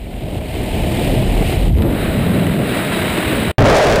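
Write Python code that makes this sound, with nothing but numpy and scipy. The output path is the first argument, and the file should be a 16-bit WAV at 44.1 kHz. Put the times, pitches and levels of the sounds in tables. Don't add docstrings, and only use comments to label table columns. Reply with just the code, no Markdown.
import sys
import numpy as np
from scipy import signal
from scipy.fft import rfft, irfft, next_fast_len
from scipy.io import wavfile
from scipy.ndimage import map_coordinates

SR = 44100
rng = np.random.default_rng(int(sys.argv[2]) if len(sys.argv) > 2 else 0)


def int16_out(signal):
    q = np.round(np.clip(np.atleast_2d(signal).T, -1, 1) * 32767)
    wavfile.write(sys.argv[1], SR, q.astype(np.int16))


N = 176400

# (time [s], level [dB])
RUMBLE_RIDE = [(0, -29), (.45, -29.5), (.55, -22), (1.1, -29), (1.9, -22), (2.25, -22), (2.45, -41),
               (3.5, -35)]
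BUFFET_RIDE = [(0, -35), (.15, -27.5), (.5, -26), (.8, -20), (1.2, -17.5), (1.3, -21), (1.55, -16.5),
               (1.82, -17), (1.9, -20), (2.5, -20), (2.72, -30), (3.25, -24.5), (3.51, -26)]
ROAR_RIDE = [(0.0, -38.5), (0.35, -27), (0.48, -31.5), (0.55, -26), (1.15, -21), (1.28, -24), (1.42, -20),
             (1.46, -30.5), (1.49, -22), (1.69, -25), (1.73, -36), (1.86, -16.5), (1.91, -21.5),
             (3.51, -22)]
HISS_RIDE = [(0.0, -44.5), (0.38, -36.5), (0.4, -40.5), (0.56, -32), (0.91, -28.5), (1.04, -26),
             (1.26, -30.5), (1.53, -27), (1.69, -33), (1.71, -41.5), (1.99, -28), (2.55, -29),
             (2.58, -30.5), (2.71, -25), (3.21, -23), (3.51, -26)]
SIZZLE_RIDE = [(0, -61), (1.55, -63), (1.75, -47), (1.85, -41), (2.0, -46), (2.55, -44), (2.75, -58),
               (3.5, -62)]
WHISTLE_RIDE = [(0.4, -63), (.7, -35.5), (1.0, -39), (1.2, -46), (1.6, -57), (1.8, -73)]
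# (frequency [Hz], gain [dB])
BUFFET_EQ = [(12, -28), (30, -23), (55, -6), (90, 1), (140, -3.5), (220, -8.5), (400, -28), (900, -72)]
ROAR_EQ = [(60, -25), (130, -2.5), (190, 1), (330, -0.5), (500, -5.5), (630, -4.5), (750, -11), (830, -16),
           (1000, -20.5), (1300, -33), (3000, -66)]
SHELTERED_EQ = [(400, 0), (900, -9.5), (1250, -10.5), (1600, -6.5), (2150, -0.5), (3050, -1), (3500, -6),
                (3950, -6.5), (4400, -12), (5000, -15.5), (6000, -26), (6900, -19), (8100, -13),
                (9100, -10.5), (9900, -13.5), (10750, -26), (11400, -14), (12650, -16.5), (13300, -35),
                (14200, -12), (15100, -19)]
SLIPSTREAM_EQ = [(400, -11.5), (900, -1.5), (1900, 1), (2900, -2), (3450, -6.5), (3900, -3.5), (4400, -15),
                 (5000, -18.5), (6000, -32), (6800, -23.5), (7500, -19.5), (8100, -11), (8600, -13),
                 (9800, -12), (11100, -20), (11500, -19.5), (13000, -21), (13900, -16), (15100, -15)]
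# (time [s], decay [s], level [dB])
AIR_SLAPS = [(0.412, 0.0052, -35.5), (1.785, .008, -31), (1.821, 0.005, -22.5), (2.467, .005, -23)]
# (start [s], end [s], pitch [Hz], width [Hz], level [dB])
AIR_POCKETS = [(1.067, 1.444, 39.7, 3.3, -16.5), (1.588, 1.737, 40.5, 3.8, -11.5),
               (1.708, 1.83, 68, 25, -13.5), (1.769, 1.95, 277, 135, -18.5), (2.14, 2.648, 177.4, 65, -16)]
# (pitch [Hz], width [Hz], level [dB])
HOWL_RESONANCES = [(413, 87, -4.5), (608, 119, 1), (780, 590, -10.5)]
# (time [s], level [dB])
BLAST_BUFFET_RIDE = [(3.58, 3.5), (3.63, 4.5), (3.68, -3.5), (3.8, -10.5), (3.9, -7), (4.0, -6)]
BLAST_TREBLE_RIDE = [(3.58, -2.5), (3.62, -11), (3.66, -1.5), (3.72, -0.5), (3.8, 1), (3.95, -0.5),
                     (4.0, -3)]
BLAST_OUTPUT_RIDE = [(3.58, -8.5), (3.7, -9.5), (3.82, -11), (4.0, -12.5)]
# (frequency [Hz], gain [dB])
BLAST_BUFFET_EQ = [(20, -10), (70, 5), (200, 2.5), (330, -2), (900, -36)]
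BLAST_HISS_EQ = [(500, -6), (1500, -8.5), (3500, -2), (8000, -24), (15000, -49)]
OUTSIDE_MIC_EQ = [(30, 2.5), (2000, -0.5), (6000, -5.5), (10000, -11), (15000, -18)]

STEP_OUT_S, STEP_TAKES_S = 1.81, 0.058
DOOR_END_S, BLAST_START_S = 3.516, 3.5815


def amp(db):
    return 10 ** (np.asarray(db) / 20)


def unit(x):
    return x / np.sqrt(np.mean(x ** 2) + 1e-20)


def clock():
    return np.arange(N) / SR


def fader(ride):
    return amp(np.interp(clock(), *np.transpose(ride)))


def ramp(centre_s, length_s):
    return np.clip((clock() - centre_s) / length_s + .5, 0, 1)


def wobble(rate):
    knots = rng.standard_normal(int(N * rate / SR) + 4)
    return map_coordinates(knots, [clock() * rate])


def filtered(x, response):
    size = next_fast_len(N + SR // 2)
    hz = np.fft.rfftfreq(size, 1 / SR)
    return irfft(rfft(x, size) * response(hz), size)[:N]


def equalised(x, eq):
    f, db = np.transpose(eq)
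    return filtered(x, lambda hz: amp(np.interp(np.log(hz + 1), np.log(f + 1), db)))


def rush(eq):
    return unit(equalised(rng.standard_normal(N), eq))


def resonance(hz, width_hz):
    def peak(f):
        detuning = (f * f - hz * hz) / ((f + 1) * width_hz * 1.69)
        return 1 / (1 + detuning ** 2)
    return unit(filtered(rng.standard_normal(N), peak))


def rumble():
    return fader(RUMBLE_RIDE) * resonance(hz=44, width_hz=27)


def buffet(lumps_db=1.75, trim_db=0.27):
    lumps = rush(BUFFET_EQ) * amp(lumps_db * wobble(30))
    return fader(BUFFET_RIDE) * amp(trim_db) * unit(lumps)


def roar(doorway_db=-9, flutter_db=1.38, trim_db=2):
    inside = np.sqrt(1 - ramp(STEP_OUT_S, STEP_TAKES_S))
    air = rush(ROAR_EQ) + amp(doorway_db) * inside * resonance(hz=659, width_hz=126)
    flutter = amp(flutter_db * wobble(70))
    return fader(ROAR_RIDE) * amp(trim_db) * unit(air * flutter)


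def hiss(flutter_db=1.0, trim_db=0.85):
    outside = ramp(STEP_OUT_S, STEP_TAKES_S)
    air = np.sqrt(1 - outside) * rush(SHELTERED_EQ) + np.sqrt(outside) * rush(SLIPSTREAM_EQ)
    flutter = amp(flutter_db * wobble(260))
    return fader(HISS_RIDE) * amp(trim_db) * unit(air * flutter)


def sizzle():
    return fader(SIZZLE_RIDE) * resonance(hz=11900, width_hz=900)


def whistle():
    return fader(WHISTLE_RIDE) * resonance(hz=879, width_hz=7.9)


def slaps():
    t = clock()
    bursts = sum(amp(db) * (t >= start) * np.exp(-((t - start) / decay) ** 2)
                 for start, decay, db in AIR_SLAPS)
    return bursts * rush(SLIPSTREAM_EQ)


def throbs(steadiness=0.26, fade_s=0.07):
    out = np.zeros(N)
    for start, end, hz, width_hz, db in AIR_POCKETS:
        swing = resonance(hz, width_hz)
        envelope = np.abs(signal.hilbert(swing))
        compressed = unit(swing / envelope ** steadiness)
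        out += amp(db) * compressed * ramp(start, fade_s) * (1 - ramp(end, fade_s))
    return out


def door_wind(gust_db=1.07, shaft_hz=39.4, propeller_depth=0.074):
    gusts = amp(gust_db * .5 * wobble(14))
    propeller = 1 + propeller_depth * np.sin(2 * np.pi * shaft_hz * clock() + .5 * wobble(4))
    lows = rumble() + buffet()
    accents = throbs() + slaps()
    airflow = roar() + hiss() + sizzle() + whistle()
    return accents + gusts * (lows + propeller * airflow)


def overload(x, hardness):
    return x / (1 + np.abs(x) ** hardness) ** (1 / hardness)


def door_microphone(wind, ceiling=0.48, top_hz=15350):
    rounded = ceiling * overload(wind / ceiling, hardness=6.6)
    return filtered(rounded, lambda hz: hz < top_hz)


def blast(hiss_db=-21):
    howl = unit(sum(amp(db) * resonance(hz, width_hz) for hz, width_hz, db in HOWL_RESONANCES))
    buffeting = fader(BLAST_BUFFET_RIDE) * rush(BLAST_BUFFET_EQ)
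    return howl + buffeting + amp(hiss_db) * rush(BLAST_HISS_EQ)


def outside_microphone(wind, drive_db=38, rustle_db=-28, crossover_hz=3700, flutter_db=3):
    square = overload(amp(drive_db) * wind, hardness=4)
    rasp = square + amp(rustle_db) * rush(BLAST_HISS_EQ)
    body = filtered(rasp, lambda hz: 1 / (1 + (hz / crossover_hz) ** 4))
    treble = (rasp - body) * fader(BLAST_TREBLE_RIDE) * amp(flutter_db * wobble(280))
    return fader(BLAST_OUTPUT_RIDE) * equalised(body + treble, OUTSIDE_MIC_EQ)


def scene(tail_db=-28, tail_s=0.014):
    since_end = np.maximum(clock() - DOOR_END_S, 0)
    tail = amp(tail_db) * np.exp(-since_end / tail_s)
    fade_out = np.maximum(1 - ramp(DOOR_END_S, length_s=0.0039), tail)
    door = door_microphone(door_wind()) * fade_out
    outside = outside_microphone(blast()) * ramp(BLAST_START_S, length_s=0.00024)
    return (door + outside)[None]


def record(dry):
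    return filtered(dry[0], lambda hz: hz < 15800)[None]


dry = scene()
out = record(dry)
int16_out(out)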